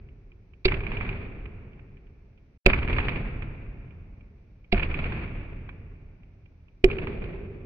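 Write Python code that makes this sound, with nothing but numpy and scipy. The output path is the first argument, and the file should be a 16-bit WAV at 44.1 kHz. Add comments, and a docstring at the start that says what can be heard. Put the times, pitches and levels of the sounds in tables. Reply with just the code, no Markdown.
"""A reverberant room with a thick chopping block, on which a heavy wooden club crushes small fruits.
All is heard in slow motion, pitched down and drawn out: noise bursts make each crack, decaying sines ring the block.
Pulp splats and crumbs are short noise bursts on a low push; decaying bands of noise make the long rumbling tail.
The tail of an earlier blow opens the scene, with faint ticks in the quiet; four blows follow.
Peaks beyond full scale are clipped flat, and the sound drops out briefly before the second blow."""
import sys
import numpy as np
from scipy import signal
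from scipy.io import wavfile
from scipy.ndimage import uniform_filter1d

SR = 44100
rng = np.random.default_rng(int(sys.argv[2]) if len(sys.argv) > 2 else 0)


def materialize(psi):
    """Save the field psi as 16-bit PCM at rate SR to the path in sys.argv[1].

    A 1-D psi becomes a single channel; in a 2-D psi each row is a channel.
    """
    bounded = np.clip(np.atleast_2d(psi).T, -1, 1)
    quanta = np.round(bounded * 32767).astype(np.int16)
    wavfile.write(sys.argv[1], SR, quanta)


N = 337365


def from_db(db):
    """Logarithmic level: the amplitude gain of a dB value."""
    return 10 ** (np.asarray(db) / 20)


def at_hz(points, hz):
    """Logarithmic pitch: interpolate a table on a log-frequency axis."""
    points_hz, values = np.array(points).T
    return np.interp(np.log(hz), np.log(points_hz), values)


def band(x, low_hz, high_hz, rate=SR):
    """Band-pass filtering with a maximally flat Butterworth response."""
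    sections = signal.butter(2, [low_hz, high_hz], "band", fs=rate, output="sos")
    return signal.sosfilt(sections, x)


def resonance(x, hz, width_hz, rate=SR):
    """Simple resonance: a pair of poles gives gain 1 at the top and a width set by the damping."""
    radius = np.exp(-np.pi * width_hz / rate)
    top_gain = (1 - radius ** 2) / 2
    poles = [1, -2 * radius * np.cos(2 * np.pi * hz / rate), radius ** 2]
    return signal.lfilter([top_gain, 0, -top_gain], poles, x)


def sides(pan_db):
    """Interaural level difference: left and right gains, positive to the left."""
    return from_db([[pan_db / 2], [-pan_db / 2]])


def add(out, sound, s):
    """Superposition: mix a short stereo sound in at a time in seconds."""
    i = int(round(s * SR))
    out[:, i:i + sound.shape[1]] += sound[:, :N - i]


# What each blow leaves in the room, the first one struck before the start:
# (time [s], block ring [dB], bass [dB], low middle [dB], middle [dB], treble [dB],
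# strength of sag and late swell [0-2]); the four band levels add to the room spectrum.
BLOW_TAILS = [(-1.4, -36, 4, 0, 2, 1.5, 1.0), (.655, -40, 0, -1, 0, 1, 1.1),
              (2.662, -43, 4.5, 3, 5, 5.5, 1.0), (4.727, -45, 2, 0, 1, 2.5, .8),
              (6.843, -33.5, -3, -1.5, -6, -5, .4)]
# Diffuse sound on top of the decay: it builds up, sags, then swells late.
# The dB values are scaled by the band's swell factor, sag and late swell by the blow's strength too.
BUILD_DB, BUILD_S = -8, .015
SAG_DB, SAG_AT_S, SAG_WIDTH_S = -5, .16, .12
SWELL_DB, SWELL_AT_S, SWELL_WIDTH_S = 2.5, .45, .18


def room_power(t, levels_db, t60, swell):
    """Exponential decay of a diffuse field: the powers left by all blows add up."""
    power = 0
    for (s, *_, late), level_db in zip(BLOW_TAILS, levels_db):
        after = np.maximum(t - s, 0)
        build_db = BUILD_DB * np.exp(-after / BUILD_S)
        sag_db = SAG_DB * np.exp(-((after - SAG_AT_S) / SAG_WIDTH_S) ** 2)
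        swell_db = SWELL_DB * np.exp(-((after - SWELL_AT_S) / SWELL_WIDTH_S) ** 2)
        shape_db = build_db + late * (sag_db + swell_db)
        decay_db = -60 * after / t60
        power = power + (t > s) * from_db(level_db + swell * shape_db + decay_db) ** 2
    return power


# Centres of a blow's bass, low middle, middle and treble levels: (frequency [Hz])
TAIL_HZ = (70, 390, 1100, 2500)
# Spectrum that a blow excites in the room: (frequency [Hz], level [dB per Hz])
ROOM_SPECTRUM = [(10, -8), (15, -1), (38, 0), (55, -7), (90, -4), (142, -10), (300, -16), (450, -19),
                 (800, -26), (1800, -27), (2400, -30), (3000, -35.5), (4000, -44), (5200, -47)]
# Reverberation time: (frequency [Hz], t60 [s])
ROOM_T60 = [(12, 2.2), (50, 4), (140, 3.6), (370, 2.8), (970, 2.4), (2500, 2.2), (3500, 1.6), (5000, 1.15)]
# Steady background of the room: (frequency [Hz], level [dB per Hz])
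QUIET_SPECTRUM = [(12, -10), (40, 0), (100, -2), (400, -18), (1000, -32), (2300, -36), (3000, -44),
                  (5000, -52)]
# Correlation of the two channels: (frequency [Hz], left-right likeness [-1 to 1])
LIKENESS = [(60, 0.99), (110, 0.99), (200, 0.94), (380, 0.77), (700, 0.48), (1290, 0.12), (2390, -0.08),
            (4420, -0.02)]
ROOM_DB, QUIET_DB = -8, -42   # added to the two spectra
RING_HZ, RING_WIDTH_HZ, RING_T60_S = 388, 76, 3.1   # width of one resonance; two in series narrow it


def echo_surge(slow, surge_db):
    """Interference of small echoes too dense to tell apart: the young tail surges at random, in dB."""
    surge = signal.lfilter([1], [1, -1.74, .7569], rng.standard_normal(len(slow)))
    young = sum((slow > s) * np.exp(-np.abs(slow - s) / .6) for s, *_ in BLOW_TAILS)
    return surge_db * young * surge / surge.std()


def room(surge_db):
    """Frequency-dependent reverberation: third-octave bands of noise, each dying at its own rate."""
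    rate, size, run_in = SR / 3, N // 3 + 1, 6000   # the dull room needs a third of the samples
    out, edges = 0, 11 * 2 ** np.arange(0, 9.1, 1 / 3)
    white = rng.standard_normal((3, 2, size + run_in))   # neighbouring bands get unrelated noise
    every = np.arange(size) / rate
    slow = np.arange(0, size, 10) / rate   # coarse time axis for the envelopes
    surge = echo_surge(slow, surge_db)
    for k, (low, high) in enumerate(zip(edges, edges[1:])):
        mid, side = band(white[k % 2], low, high, rate)[:, run_in:]
        hz = np.sqrt(low * high)
        base_db = ROOM_DB + at_hz(ROOM_SPECTRUM, hz)
        levels_db = [base_db + at_hz(list(zip(TAIL_HZ, row[2:6])), hz) for row in BLOW_TAILS]
        swell = np.interp(hz, [60, 200, 4000], [.3, .9, 1.7])
        power = room_power(slow, levels_db, at_hz(ROOM_T60, hz), swell)
        power = power * from_db(surge * min(hz / 300, 1)) ** 2   # the bass surges less
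        power = power + from_db(QUIET_DB + at_hz(QUIET_SPECTRUM, hz)) ** 2
        alike = np.clip(at_hz(LIKENESS, hz), -1, 1)
        pair = np.sqrt(1 + alike) * mid + np.sqrt(1 - alike) * side * [[1], [-1]]
        out = out + np.interp(every, slow, np.sqrt(power)) * pair
    # the block's main note lingers in the room as a hollow band
    once = resonance(white[2], RING_HZ, RING_WIDTH_HZ, rate)
    mid, side = resonance(once, RING_HZ, RING_WIDTH_HZ, rate)[:, run_in:]
    hollow = (mid + .35 * side * [[1], [-1]]) / mid.std()
    ring_power = room_power(slow, [row[1] for row in BLOW_TAILS], RING_T60_S, swell=.4)
    out = out + hollow * np.interp(every, slow, np.sqrt(ring_power))
    return signal.resample_poly(out, 3, 1, axis=1)[:, :N] * sides(-.6)


BURST = 3072   # samples in one short sound


def crack(rise_s, t60, body_db, top_db, apart):
    """Impulsive broadband noise: a bright band of peak about 1, a body below, a thin top above."""
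    t = np.arange(BURST) / SR
    shared, left, right = rng.standard_normal((3, BURST))
    late = np.roll(shared, 6)   # the left port hears it later
    noise = np.array([late + apart * left, shared + apart * right])
    rise = np.minimum(t / rise_s, 1) ** 2
    noise *= rise * from_db(-60 * np.maximum(t - rise_s, 0) / t60)
    bright = band(band(noise, 2250, 3150), 2100, 3400)
    body = band(band(noise, 500, 2000), 850, 2300)
    top = band(noise, 2900, 4700)
    sound = bright + from_db(body_db) * body + from_db(top_db) * top
    peak_power = np.max(uniform_filter1d(np.mean(bright ** 2, axis=0), size=90))
    return sound / np.sqrt(peak_power * 2)


def sharp_sounds(rows, t60, pan_db, spread_db, top_db, push_db):
    """Transient excitation: short cracks, each riding on a low push that starts downwards."""
    out, t = np.zeros((2, N)), np.arange(BURST) / SR
    push = -from_db(push_db) * t / .003 * np.exp(1 - t / .003) * (1 - t / .009)
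    for s, peak_db, body_db in rows:
        burst = crack(.002, t60, body_db, top_db, apart=.6)
        pan = sides(pan_db + spread_db * rng.standard_normal())
        add(out, from_db(peak_db) * (pan * burst + push), s - .002)
    return out


# Faint ticks in the quiet: (time [s], peak of the bright band [dB])
TICKS = [(0.0872, -62.5), (0.3172, -60.5), (0.5347, -63.5), (1.7315, -60), (1.9690, -64), (2.0690, -69),
         (2.3755, -65.5), (3.9070, -63), (4.2073, -63.5), (4.6433, -62.5), (6.2322, -63.5), (6.4572, -64.5),
         (6.6817, -64.5)]


def ticks():
    """Transient excitation at faint level: short bright bursts, mostly from the right."""
    rows = [(s, peak_db, -7) for s, peak_db in TICKS]   # body [dB]
    return sharp_sounds(rows, t60=.04, pan_db=-7.5, spread_db=1.5, top_db=-22, push_db=-20)


# Modes of the block and its stand: (frequency [Hz], t60 [s], left minus right [dB])
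BLOCK_MODES = [(28, .25, -.5), (70, .1, -.5), (142, .1, -1), (205, .12, -2), (280, .07, -3),
               (376, .078, -4), (480, .05, -3), (560, .06, -3), (690, .06, -4)]
# Blows: (crack peak time [s], crack rise [s], crack level [dB], crack t60 [s],
# crack left minus right [dB], crack top [dB], delay of the wood contact [s],
# then one level [dB] for each mode of the block)
BLOWS = [(.6545, .010, -22, .035, -7, -3, .0016, -13, -26, -30, -28, -30, -9, -27, -33, -32),
         (2.6640, .009, -13.5, .02, -9, -9, -.0008, -10.5, -21, -20, -19, -17, -9, -12, -14, -18),
         (4.7256, .010, -21.5, .035, -7, -7, .0034, -17, -24, -32, -15.5, -22, -14, -22, -30, -16),
         (6.8420, .004, -16.5, .016, -9, -19, 0.0003, -11, -21, -22, -24, -22, -1.5, -32, -34, -25)]


def blows():
    """Modal excitation by impact: the fruit bursts, wood meets wood, every mode starts downwards."""
    out, t = np.zeros((2, N)), np.arange(SR // 2) / SR
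    cushion = 1 - np.exp(-t / .0016)   # the pulp cushions the contact
    for s, rise_s, crack_db, crack_t60, pan_db, top_db, delay_s, *mode_db in BLOWS:
        burst = crack(rise_s, crack_t60, body_db=-9, top_db=top_db, apart=.4)
        add(out, from_db(crack_db) * sides(pan_db) * burst, s - rise_s)
        for (hz, t60, mode_pan_db), level_db in zip(BLOCK_MODES, mode_db):
            ring = -np.sin(2 * np.pi * hz * t) * from_db(level_db - 60 * t / t60) * cushion
            lean_s = .022 / np.sqrt(hz)   # slow modes lean in earlier
            add(out, ring * sides(mode_pan_db), s + delay_s - lean_s)
    return out


# Clearest splats of scattered pulp: (time [s], peak of the bright band [dB], body below it [dB])
SPLATS = [(0.6809, -28.5, -8), (0.7198, -32.5, 4), (0.7414, -36.5, -4), (0.8664, -38.5, 1),
          (0.9178, -37.5, 3), (0.9687, -34.5, -6), (1.0094, -41, 7), (1.0904, -34, -3), (1.4564, -50.5, 3),
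          (1.7928, -60, 2), (2.6985, -25.5, -5), (2.7322, -25, 3), (2.829, -36.5, 1), (2.8970, -36, 0),
          (2.9292, -31, -7), (2.9841, -30, 5), (3.0014, -34.5, -1), (3.0834, -28.5, 1), (3.0919, -35, 0),
          (3.1587, -39, -4), (3.4214, -46, 4), (4.7444, -34.5, 5), (4.778, -35, 0), (4.7955, -32.5, 4),
          (4.8304, -30, -6), (4.9417, -34, -2), (4.9901, -33.5, -2), (5.0400, -35, -4), (5.1218, -41.5, 3),
          (5.6905, -50, 7), (6.9002, -37.5, 3), (6.9132, -32, -10), (6.9845, -35, -2), (7.0703, -38.5, 5),
          (7.2399, -47.5, -1)]


def splats():
    """Transient excitation by scattered pulp: splats and crumbs, mostly from the right."""
    rows = SPLATS + crumb_rows()
    return sharp_sounds(rows, t60=.032, pan_db=-6.5, spread_db=2.5, top_db=-20, push_db=6)


CRUMB_COUNT, CRUMB_FROM_S, CRUMB_TO_S = 10, .05, .55   # count per blow, times after it
CRUMB_DB, CRUMB_FADE_DB_PER_S, CRUMB_SPREAD_DB = -40.5, 20, 2.5   # level before treble and fade


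def crumb_rows():
    """Random scattering: crumbs patter after each blow, fading, and follow its treble in the room."""
    rows = []
    for s, *_, treble_db, late in BLOW_TAILS[1:]:
        when, size = rng.random((2, CRUMB_COUNT))
        after_s = CRUMB_FROM_S + (CRUMB_TO_S - CRUMB_FROM_S) * when
        level_db = CRUMB_DB + treble_db - CRUMB_FADE_DB_PER_S * after_s
        level_db += CRUMB_SPREAD_DB * (2 * size - 1)
        rows += [(s + a, db, 1.5) for a, db in zip(after_s, level_db)]   # body [dB]
    return rows


def scene():
    """Superposition of the room, ticks, blows and splats."""
    return room(surge_db=3.3) + ticks() + blows() + splats()


# The brief silence: (start [s], end [s])
DROPOUT = (2.578, 2.645)
MIC_HZ, MIC_WIDTH_HZ, MIC_DB = 2390, 260, 8.5   # the microphone's own resonance, slowed down
SLOWED_TOP_HZ, HISS_TOP_HZ, CUTOFF_HZ = 5500, 7000, 16000
HISS_DB = -80   # level before its low-pass


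def low_pass(x, order, stop_db, hz):
    """Steep low-pass filtering: a Chebyshev response whose stop band starts at hz."""
    return signal.sosfilt(signal.cheby2(order, stop_db, hz, fs=SR, output="sos"), x)


def record(dry):
    """Resonant, band-limited pick-up with overload: hiss, a short dropout and peaks clipped flat."""
    heard = dry + from_db(MIC_DB) * resonance(dry, MIC_HZ, MIC_WIDTH_HZ)
    slowed = low_pass(heard, 16, 60, SLOWED_TOP_HZ)   # slowing down lowers the top
    hiss = low_pass(rng.standard_normal((2, N)), 10, 40, HISS_TOP_HZ)
    start, end = DROPOUT
    passing = np.interp(np.arange(N) / SR, [start - .004, start, end, end + .004], [1, 0, 0, 1])
    clipped = np.clip((slowed + from_db(HISS_DB) * hiss) * passing, -1, 1)
    cut = low_pass(clipped, 12, 70, CUTOFF_HZ)
    noise_floor = from_db(-99) * rng.standard_normal((2, N))
    return np.clip(cut, -1, 1) + noise_floor


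dry = scene()
out = record(dry)
materialize(out)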